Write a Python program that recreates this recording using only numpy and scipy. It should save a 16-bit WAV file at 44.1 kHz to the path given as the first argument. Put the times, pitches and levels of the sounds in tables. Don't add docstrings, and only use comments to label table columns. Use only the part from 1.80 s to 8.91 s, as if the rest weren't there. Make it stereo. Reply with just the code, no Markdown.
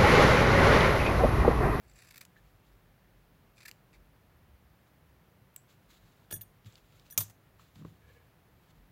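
import sys
import numpy as np
from scipy import signal
from scipy.fft import rfft, irfft
from scipy.io import wavfile
from scipy.ndimage import uniform_filter1d

SR = 44100
rng = np.random.default_rng(int(sys.argv[2]) if len(sys.argv) > 2 else 0)


def generate_wav(signal):
    frames = np.transpose(np.atleast_2d(signal))
    scaled = np.clip(frames, -1, 1) * 32767
    pcm = np.round(scaled).astype(np.int16)
    wavfile.write(sys.argv[1], SR, pcm)


def voltage_ratio(decibels):
    exponent = np.asarray(decibels, float) / 20
    return 10 ** exponent


N = 313551
STEADY_TOP_HZ = 15880

# frequency in Hz, density in dB per Hz.
AIR_COLOUR = [(35, -43), (60, -7), (107, 0.5), (129, -2.5), (160, -2), (192, -6), (226, -10.5),
              (466, -14.5), (500, -14.5), (631, -15.5), (1530, -20.5), (1680, -20), (8180, -38.5),
              (12200, -32), (15700, -30.5)]
# frequency in Hz, side minus mid in dB.
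PORT_SIDE_DB = [(60, -25), (110, -31), (200, -15), (380, -9.5), (700, -7.5), (1290, -5.5), (2380, -5),
                (4400, -2.5), (8120, -2.5), (15000, -3.5)]
# loudest time in seconds, level in dB.
RUMBLE_SWELLS = [(.01, -58), (.65, -65.5), (.92, -65.5), (1.3, -76), (1.62, -66), (2.199, -63.5),
                 (2.75, -65), (4.19, -68.5), (4.6, -72.5), (5.0, -69), (6.0, -71), (7.0, -65)]
# loudest time in seconds, level in dB, rise and fall in seconds over 20 dB.
DRONE_SWELLS = [(.3, -76, 2.5, 3.8), (2.7, -60.5, 0.43, 0.44), (3.25, -68, 0.4, 0.94),
                (6.3, -65.5, 2.2, 1.3)]
# centre in Hz, width in Hz.
RUMBLE_BAND_HZ = (45.6, 18)
DRONE_BAND_HZ = (66, 20)

# centre in seconds, level in dB, width in seconds.
STRAND_BREAKS = [
    [(.099, -68, .004), (.1156, -68, 0.0094), (.15, -83, 0.011), (.1643, -81, .012), (.1762, -74, .014),
     (.192, -65, .0085), (.1991, -68, 0.006), (.2084, -65, .004), (.221, -66, .013), (.248, -61.5, 0.0076),
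     (.2744, -57, 0.0021), (.29, -64, 0.0074), (.31, -55, 0.0077), (.3237, -57, 0.0026),
     (.3456, -56, 0.008), (.3611, -53, 0.0076), (.3708, -56, 0.0053), (.3805, -53.5, 0.0092),
     (.392, -70, .005), (.401, -71, 0.0046), (.414, -47.5, 0.01), (.4258, -63, 0.0096)],
    [(1.782, -61, .007), (1.79, -63, 0.0057), (1.772, -64, .002), (1.806, -58, .004), (1.811, -61, .007),
     (1.8205, -61, 0.004), (1.825, -63, .004), (1.831, -64, .005), (1.8594, -48.5, 0.012),
     (1.878, -59, .006), (1.8832, -48, .006), (1.888, -53, 0.0057), (1.8925, -54, .005),
     (1.899, -68, 0.0037)],
    [(2.1315, -59, 0.0025), (2.1376, -73, 0.0072), (2.149, -66.5, 0.035)],
]
TIPS_CUT_S = [.215, 1.84, 2.2]
# time in seconds, level in dB.
BLADE_SLIDE = [
    [(.02, -81), (.08, -75), (.15, -71), (.17, -64.5), (.24, -65), (.3, -66.5), (.39, -73), (.4, -95),
     (.43, -67), (.447, -78)],
    [(1.75, -77), (1.78, -72), (1.835, -64), (1.845, -75), (1.87, -66), (1.895, -62), (1.908, -77)],
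]
# frequency in Hz, width in Hz, level in dB.
BLADE_BANDS = [(1360, 230, 0), (1770, 360, 7.5), (2570, 270, 6), (3650, 550, -20), (4660, 760, 6.5),
               (5940, 830, 0.5), (7460, 640, 7.5), (9630, 680, 7), (12500, 900, 1)]
# frequency in Hz, density in dB per Hz.
FIBRE_COLOUR = [(410, -51), (700, -37), (1600, -1.5), (2460, 10.5), (2880, -20), (3610, 4), (9850, -12.5),
                (11100, -4.5), (15200, -2), (16500, -44)]

# time in seconds, level in dB, T60 in seconds.
STEEL_ON_STEEL_TICKS = [(.452, -40, 0.014), (3.7634, -39, .012), (4.5095, -39.5, 0.044), (4.525, -45, .02),
                        (4.61, -56.5, .03), (4.925, -63, .01), (5.197, -55.5, .014), (5.262, -60, 0.011),
                        (5.302, -43.5, 0.022), (5.323, -48, 0.027), (5.404, -30.5, 0.046),
                        (5.409, -34, .05), (5.4988, -45, .02), (5.503, -48, .025), (5.508, -52, .03)]
HANDLE_TICKS = [(1.9137, -45, .01), (5.3802, -34.5, 0.055), (4.5072, -45, .004), (4.512, -46, .02),
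                (4.5216, -41, 0.013), (4.525, -40, 0.02), (4.563, -52, .025), (4.611, -53, 0.033),
                (4.617, -55, .015), (4.847, -55, 0.0062), (4.86, -60, .015), (4.932, -58, .01),
                (4.979, -61, .02), (5.125, -63, .01), (5.197, -58, 0.013), (5.2656, -55, 0.0095),
                (5.957, -55, .02)]
BLADE_TIP_TICKS = [(3.743, -59, 0.012), (3.762, -46, 0.0067), (4.511, -46, 0.035), (4.5215, -52, .015),
                   (4.525, -44, .03), (4.534, -51, .015), (4.5385, -48, .02), (4.611, -52, .03),
                   (5.308, -57, .03), (5.3803, -25, 0.028), (5.3825, -34, .04)]
PIVOT_TICKS = [(1.853, -49, .04), (1.858, -50, 0.037), (1.882, -55, 0.043), (0.56, -61, 0.03),
               (.5655, -53, .03), (.582, -63, .05)]
LATCH_TICKS = [(.0803, -68, .02), (.0962, -63, .03), (.108, -67, .04), (.1341, -65, .02), (.1576, -62, .04),
               (.172, -61, .04), (.1885, -57, .03), (.392, -66, .04), (3.763, -55, .06), (3.777, -57, .03),
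               (3.782, -61, .02), (3.787, -62, .03), (4.924, -64, .02), (4.942, -63, .02)]
NAIL_TICKS = [(4.511, -48.5, 0.04), (5.3793, -41.5, 0.059), (5.795, -54, 0.024), (6.022, -61, 0.022),
              (6.0483, -50, 0.019)]
KNUCKLE_TICKS = [(4.511, -49.5, 0.041), (4.525, -46, 0.093), (5.379, -56, .04), (6.048, -49, 0.08)]
FLAT_SIDE_TICKS = [(5.957, -57.5, .02), (5.5, -60, 0.024), (5.377, -37, 0.045), (5.408, -44, 0.068),
                   (4.511, -50, .03), (4.5255, -48, .04), (6.0485, -46, .025)]
FIBRE_TICKS = [(.3605, -55, .015), (.378, -46, .025), (.409, -52, .04), (1.856, -58, .03),
               (1.879, -56, .04)]
RIVET_TICKS = [(4.9245, -58, .008), (4.9555, -45, .01), (4.617, -54, .02), (1.8065, -56, .012),
               (5.197, -55, .01), (.412, -52, .03), (.3095, -56, .015), (5.41, -42, .08)]
FINGER_LOOP_TICKS = [(5.3769, -22, .02), (5.3793, -22, .03), (5.4045, -38, .06), (5.42, -48, .2),
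                     (4.511, -54, .03)]
# frequency in Hz, width in Hz.
TICK_BANDS = [(7486, 20000), (3260, 2600), (12120, 2300), (1770, 280), (7500, 850), (1186, 400), (356, 260),
              (680, 720), (14580, 2600), (4060, 2000), (6500, 2400)]
SNAP_TIMES_S = [
    1.9136,
    3.7621,
    5.3768,
]
# peak in dB, T60 in seconds, first click over the rattle in dB.
SNAP_SHAPES = [(-32, 0.006, 17), (-33, 0.013, 12), (-11.5, 0.022, 9.07)]
# frequency in Hz, density in dB per Hz.
SNAP_SPECTRA = [
    [(290, -46), (600, -22), (900, -17), (1700, -14), (2650, 5), (3500, -10), (4700, 2.5), (6000, -14), (7400, -3.5), (9700, -19), (13100, -5), (16800, -27)],
    [(290, -55), (500, -32), (1300, -29), (2600, -7.5), (4000, -13), (5270, -29), (6600, -26), (7600, 0), (7950, 3), (8900, -7), (10200, -3), (12000, -16), (13700, -4), (15900, -8), (16800, -38.5)],
    [(180, -41.5), (550, -20.5), (1250, -20.5), (1950, -22.5), (2400, -8.5), (3280, -16.5), (4230, -18.5), (6550, -4.5), (7890, -10), (8300, -29), (9030, -16), (13800, -1.5), (16800, -31)],
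]

# loudest time in seconds, level in dB, rise and fall in seconds over 20 dB.
BRUSH_STROKES = [(.564, -73, 0.033, 0.41), (.865, -76, .02, .15), (3.09, -76.5, 0.17, .02),
                 (3.904, -65, 0.03, 0.057), (4.105, -61, 0.016, 0.088), (4.15, -76.5, 0.075, 0.047),
                 (4.3, -73, 0.54, 0.48), (4.86, -61.5, 0.01, 0.095), (4.94, -68, 0.051, 0.023),
                 (4.985, -69.5, 0.047, 0.013), (5.16, -71.5, 0.33, 0.11), (5.28, -66.5, 0.11, 0.064),
                 (5.435, -58.5, 0.011, 0.013), (5.45, -68, .04, .05), (5.485, -70, 0.076, 0.016),
                 (5.798, -70, 0.027, 0.28), (5.958, -71.5, 0.018, 0.36), (6.1, -77, 0.29, 0.053),
                 (6.31, -73.5, 0.099, 0.24), (6.91, -71.5, 0.22, 0.014), (6.966, -76, 0.022, .06)]
# frequency in Hz, density in dB per Hz.
WOOL_COLOUR = [(710, -24.5), (1200, -2), (1870, -8), (3840, -2), (5610, -12.5), (7310, -7.5), (8570, -18.5),
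               (15000, -13.5)]
# loudest time in seconds, level in dB, rise and fall in seconds over 20 dB.
DRAG_STROKES = [(6.255, -70, .1, 0.048), (6.3, -67, 0.047, 0.065), (6.372, -67, 0.072, 0.097)]
# frequency in Hz, width in Hz, level in dB.
DRAG_BANDS = [(480, 30, -1.5), (1120, 110, -8), (1690, 50, 0), (2273, 70, -4), (2830, 270, -9)]

# time in seconds, level in dB, free ringing in seconds,
# sharpening of all modes in percent, sharpening of the loose blade in Hz.
STEEL_TAPS = [
    (4.51, -44, .04, -0.032, 0),
    (4.5251, -41, .04, -0.028, 33),
    (4.5385, -40.5, 0.039, -0.072, 33),
    (4.6105, -43, 0.024, .22, 18),
    (5.307, -48.5, .018, -0.079, 44.5),
    (5.324, -52, 0.022, 0.16, 10.5),
    (5.378, -24.5, .042, -0.013, 4),
    (5.406, -34.5, .03, 0.074, 10.5),
]
MODE_DB = [(-10, -3, -9.5, -15.5, -21.5, -5.5, -25, -25), (-16, -14, -15, -18.5, -21, -13, -23, -22),
           (-21, -7.5, -7, -20, -4, -11, -17.5, -19.5), (-19, -2.5, -9.5, -14.5, -19, -7, -19.5, -17.5),
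           (-25, -35, -37, -44, -29, -39, -25.5, -33), (-32, -34, -36, -51, -28.5, -38.5, -20, -16.5),
           (-8, -6, -6.5, -17.5, -17, -13, -15, -10), (-21, -12, -9, -30, -22.5, -27.5, -26.5, -24),
           (-23, -21, -37, -33, -23, -19, -13.5, -16), (-21, -1, -4.5, -14, -6.5, -4.5, -13, -21.5),
           (-6, -4, -2, -20, -18.5, -9, -15, -4), (-13, -5, -13, -15, -30, -26, -23.5, -13.5),
           (-23, -23, -30, -40, -37, -25.5, -11, -10.5), (-26, -24, -40, -36, -26.5, -23.5, -11, -7),
           (-18, -28, -35, -28, -23, -32.5, -18, -12), (-25, -25, -30, -35, -30, -30, -17, -20),
           (-13, -7, -3, -9, -24.5, 0, -2, -7.5), (-5, 1, 1, 0, -8.5, -17, -9, 0.5),
           (-13, -6, -10.5, -9, -3.5, -2, -10, -13.5), (-24, -20, -22, -17, -23.5, -36.5, -19, -14),
           (0, -2.5, -3, -13, -10.5, -13.5, -11, 0), (-14, -9, -8, -18, -19, -13.5, -16.5, -13),
           (-21, -11, -7.5, -25, -5, -7, -19.5, -18.5), (-22, -34, -32, -34, -31, -20.5, -25.5, -20.5)]
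MODE_HZ = [1707, 3429, 5890, 6670, 7170, 7424, 8445, 9213, 9585, 9755, 10417, 10540, 11897, 11970, 12350,
           13030, 13425, 13496, 13528, 13760, 14125, 14301, 14525, 15130]
MODE_T60_S = [.07, .14, .12, .13, .06, .048, .17, .1, .08, .3, .11, .12, .07, .1, .06, .08, .09, .14, .1,
              .12, .12, .13, .12, .3]
LOOSE_MODE_HZ = [6670, 8445]
TIP_REST_DB = [-5, -5, -19, -5.5, -5, -13.5, -8, -13]
HAND_STOPS_S = [4.74, 5.503]

# time in seconds, peak in dB, upper modes in dB, push in seconds, free ringing in seconds.
TABLE_BUMPS = [(4.526, -42.5, -8, 0.0015, 0.044), (4.559, -46.5, -3, 0.0053, 0.08),
               (4.849, -40.5, -9.5, 0.011, 0.032), (5.378, -35.5, -7, 0.0025, 0.045),
               (5.41, -48, 0, 0.0055, 0.1), (5.958, -51, 1.5, 0.0065, 0.075),
               (5.986, -55.5, 10, 0.0081, 0.042), (6.012, -51.5, 8, 0.0045, 0.028),
               (6.0486, -53.5, 8.5, 0.00096, 0.034), (6.066, -53.5, 2.5, 0.003, 0.038),
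               (6.118, -67.5, 10, 0.0031, 0.026)]
# frequency in Hz, level in dB, T60 in seconds.
TABLE_LOW_MODES = [(68.4, -18.5, 0.15), (106.7, -1, 0.48)]
TABLE_UPPER_MODES = [(164, 8, 0.081), (198.4, -3.5, 0.21), (271, 2, 0.056), (460, -7.5, 0.0355)]

# frequency in Hz, level in dB.
ECHO_COLOUR = [(300, 0.5), (1200, 0.5), (3500, -5), (7000, 0), (10000, -3.5), (14000, -7)]


def level(x, db):
    return x * voltage_ratio(db) / np.sqrt(np.mean(x ** 2))


def peak(x, db):
    return x * voltage_ratio(db) / np.abs(x).max()


def colour(x, points):
    hz, db = np.transpose(points)
    f = np.fft.rfftfreq(len(x), 1 / SR) + 1
    return irfft(rfft(x) * voltage_ratio(np.interp(np.log(f), np.log(hz), db)), len(x))


def strike(x, points):
    hz, db = np.transpose(points)
    f = np.fft.rfftfreq(1024, 1 / SR) + 1
    cepstrum = irfft(np.log(voltage_ratio(np.interp(np.log(f), np.log(hz), db))))
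    folded = np.r_[cepstrum[0], 2 * cepstrum[1:512], np.zeros(512)]
    impulse = irfft(np.exp(rfft(folded)))
    return signal.fftconvolve(x, impulse)[:len(x)]


def band(x, hz, width_hz):
    return signal.lfilter(*signal.iirpeak(min(hz, SR / 2.2), hz / abs(width_hz), fs=SR), x)


def low_pass(x, hz):
    return irfft(rfft(x) * (np.fft.rfftfreq(N, 1 / SR) < hz), N)


def add(out, start_s, x):
    i = int(start_s * SR)
    out[i:i + len(x)] += x[:N - i]


def gain(spans, edge_s=0.013):
    t, g = np.arange(N) / SR, np.zeros(N)
    for rows in spans:
        s, db = np.transpose(rows)
        edges = np.clip(np.minimum(t - s[0], s[-1] - t) / edge_s, 0, 1)
        g += voltage_ratio(np.interp(t, s, db)) * edges
    return g


def swells(rows):
    t, g = np.arange(N) / SR, np.zeros(N)
    for top_s, db, rise_s, fall_s in rows:
        away = np.maximum((top_s - t) / rise_s, (t - top_s) / fall_s)
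        g += voltage_ratio(db - 20 * away.clip(0, 9))
    return g


def flicker(rate_hz, db):
    k = int(SR / rate_hz)
    steps = np.repeat(rng.standard_normal(N // 20), k)[:N]
    return voltage_ratio(db * uniform_filter1d(steps, k))


def crackle(spread_db):
    return rng.standard_normal(N) * voltage_ratio(spread_db * rng.exponential(size=N).clip(0, 4))


def damped(t, free_s, t60_s, rest_db):
    return voltage_ratio(-60 * np.maximum(t - free_s, 0) / t60_s).clip(voltage_ratio(rest_db))


def ring(modes, lift_db, t, fall, phase):
    hz, db, t60_s = np.transpose(modes)[:, :, None]
    sines = np.sin(2 * np.pi * (hz * t + phase))
    return np.sum(voltage_ratio(db + lift_db - 60 * t / t60_s) * sines * fall, axis=0)


def air():
    mid, other = (level(colour(rng.standard_normal(N), AIR_COLOUR), -63.5) for _ in range(2))
    above = signal.sosfilt(signal.butter(6, 88, "high", fs=SR, output="sos"), mid)
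    deep = rng.standard_normal(N)
    bands = RUMBLE_BAND_HZ, DRONE_BAND_HZ
    rumble, drone = (level(band(band(deep, *hz), *hz), 0) for hz in bands)
    rise_s, fall_s, bed_db = .25, .3, -75.5
    traffic = voltage_ratio(bed_db) + swells((s, db, rise_s, fall_s) for s, db in RUMBLE_SWELLS)
    side = voltage_ratio(-2.0) * colour(other, PORT_SIDE_DB)
    return above + rumble * traffic + drone * swells(DRONE_SWELLS), side


def snips():
    throat_treble_db, tip_treble_db = -18, -1
    snaps = crackle(3.5)
    body = sum(voltage_ratio(db) * band(snaps, hz, width) / np.sqrt(width) for hz, width, db in BLADE_BANDS)
    tone = level(colour(snaps, FIBRE_COLOUR), -0.89) + level(body, -6.0)
    low = signal.sosfilt(signal.butter(2, 8600, fs=SR, output="sos"), tone)
    dull, bright = np.zeros(N), np.zeros(N)
    for cut, tips_s in zip(STRAND_BREAKS, TIPS_CUT_S):
        for centre_s, db, width_s in cut:
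            swell = np.hanning(int(1.53 * width_s * SR) + 9) * voltage_ratio(db)
            start_s = centre_s - len(swell) / SR / 2
            treble_db = tip_treble_db if centre_s > tips_s else throat_treble_db
            add(dull, start_s, swell)
            add(bright, start_s, swell * voltage_ratio(treble_db))
    slide = level(level(body, 0) + level(low, -1.9), 0) * gain(BLADE_SLIDE) * flicker(150, 3.9)
    return level(low, 0.2) * dull + level(tone - low, 0.93) * bright + slide


def ticks():
    out, t = np.zeros(N), np.arange(SR // 5) / SR
    touched = [STEEL_ON_STEEL_TICKS, HANDLE_TICKS, BLADE_TIP_TICKS, PIVOT_TICKS, LATCH_TICKS, NAIL_TICKS,
               KNUCKLE_TICKS, FLAT_SIDE_TICKS, FIBRE_TICKS, RIVET_TICKS, FINGER_LOOP_TICKS]
    first_click = 4.5
    for rows, (hz, width_hz) in zip(touched, TICK_BANDS):
        for s, db, t60_s in rows:
            noise = rng.standard_normal(len(t) - 1)
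            rattle = np.r_[first_click, noise] * voltage_ratio(-60 * t / t60_s)
            add(out, s, peak(band(band(rattle, hz, width_hz), hz, width_hz), db + 3.0))
    out = low_pass(out, STEADY_TOP_HZ)
    for s, (db, t60_s, click_db), points in zip(SNAP_TIMES_S, SNAP_SHAPES, SNAP_SPECTRA):
        noise = rng.standard_normal(len(t) - 1)
        rattle = np.r_[voltage_ratio(click_db), noise] * voltage_ratio(-60 * t / t60_s)
        add(out, s, peak(strike(rattle, points), db))
    return out


def hands():
    brush = level(colour(crackle(2.0), WOOL_COLOUR), -0.44) * swells(BRUSH_STROKES) * flicker(60, 2.6)
    slips, scrape = crackle(3.7), np.zeros(N)
    for hz, width_hz, db in DRAG_BANDS:
        narrowed = band(band(slips, hz, 2.1 * width_hz), hz, 1.8 * width_hz)
        scrape += voltage_ratio(db) * level(narrowed, 0)
    return brush + level(scrape, 0) * swells(DRAG_STROKES) * flicker(50, 4)


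def steel():
    held_t60_s, held_rest_db, struck_t60_s = .05, -26, .012
    tip_t60_s = .145
    waver_hz, waver_db = 13, 2.5
    out, t = np.zeros(N), np.arange(SR // 4) / SR
    t60_s = np.array(MODE_T60_S)
    stops = np.sort([row[0] for row in STEEL_TAPS] + list(HAND_STOPS_S))
    count = len(MODE_HZ)
    for tap, mode_db, tip_db in zip(STEEL_TAPS, np.transpose(MODE_DB), TIP_REST_DB):
        s, db, free_s, sharper_pct, loose_hz = tap
        hz = np.array(MODE_HZ) * (1 + sharper_pct / 100) + loose_hz * np.isin(MODE_HZ, LOOSE_MODE_HZ)
        rest_db = np.where(t60_s[:, None] > tip_t60_s, tip_db, held_rest_db)
        fall = damped(t, free_s, held_t60_s, rest_db) * np.minimum(t / 0.00074, 1)
        next_stop = stops[np.searchsorted(stops, s, "right")]
        fall = fall * voltage_ratio(-60 * np.maximum(s + t - next_stop, 0) / struck_t60_s)
        steps = rng.standard_normal((2, count, 64))
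        pitch, size = np.repeat(steps, len(t) // 64 + 1, axis=2)[:, :, :len(t)]
        lift_db = db + waver_db * uniform_filter1d(size, 150)
        phase = rng.random((count, 1)) + waver_hz * np.cumsum(pitch, axis=1) / SR
        add(out, s, ring(np.c_[hz, mode_db, t60_s], lift_db, t, fall, phase))
    return out


def table():
    out, t = np.zeros(N), np.arange(SR // 3) / SR
    modes = list(TABLE_LOW_MODES) + list(TABLE_UPPER_MODES)
    counts = [len(TABLE_LOW_MODES), len(TABLE_UPPER_MODES)]
    for s, db, upper_db, push_s, free_s in TABLE_BUMPS:
        lift_db = db + np.repeat([0, upper_db], counts)[:, None]
        fall = (1 - np.exp(-t / push_s)) * damped(t, free_s, 0.045, -42)
        add(out, s, ring(modes, lift_db, t, fall, 0))
    return out


def echo(x, tail):
    return signal.fftconvolve(x, tail / np.linalg.norm(tail))[:N]


def scene():
    room_t60_s, room_db, near_side_db = .26, -19.5, -54.5
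    near = low_pass(snips() + hands() + steel() + table(), STEADY_TOP_HZ) + ticks()
    t = np.arange(SR // 3) / SR
    tail, scatter = rng.standard_normal((2, len(t)))
    tail = colour(tail, ECHO_COLOUR) * voltage_ratio(-60 * t / room_t60_s) * np.minimum(t / 0.0072, 1)
    near = near + voltage_ratio(room_db) * low_pass(echo(near, tail), STEADY_TOP_HZ)
    scatter = scatter * voltage_ratio(-60 * t / 0.055)
    near_side = voltage_ratio(near_side_db) * band(echo(near, scatter), 1300, 2512)
    mid, side = low_pass(air(), STEADY_TOP_HZ) + [near, near_side]
    return np.array([mid + side, mid - side])


def band_limit(x):
    return signal.sosfilt(signal.butter(12, 16990, fs=SR, output="sos"), x)


def record(dry):
    low_hz, top_hz = 39, 16800
    high_pass = signal.butter(8, low_hz, "high", fs=SR, output="sos")
    mix = signal.sosfilt(high_pass, low_pass(dry, top_hz))
    return band_limit(mix)


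dry = scene()
out = record(dry)
generate_wav(out)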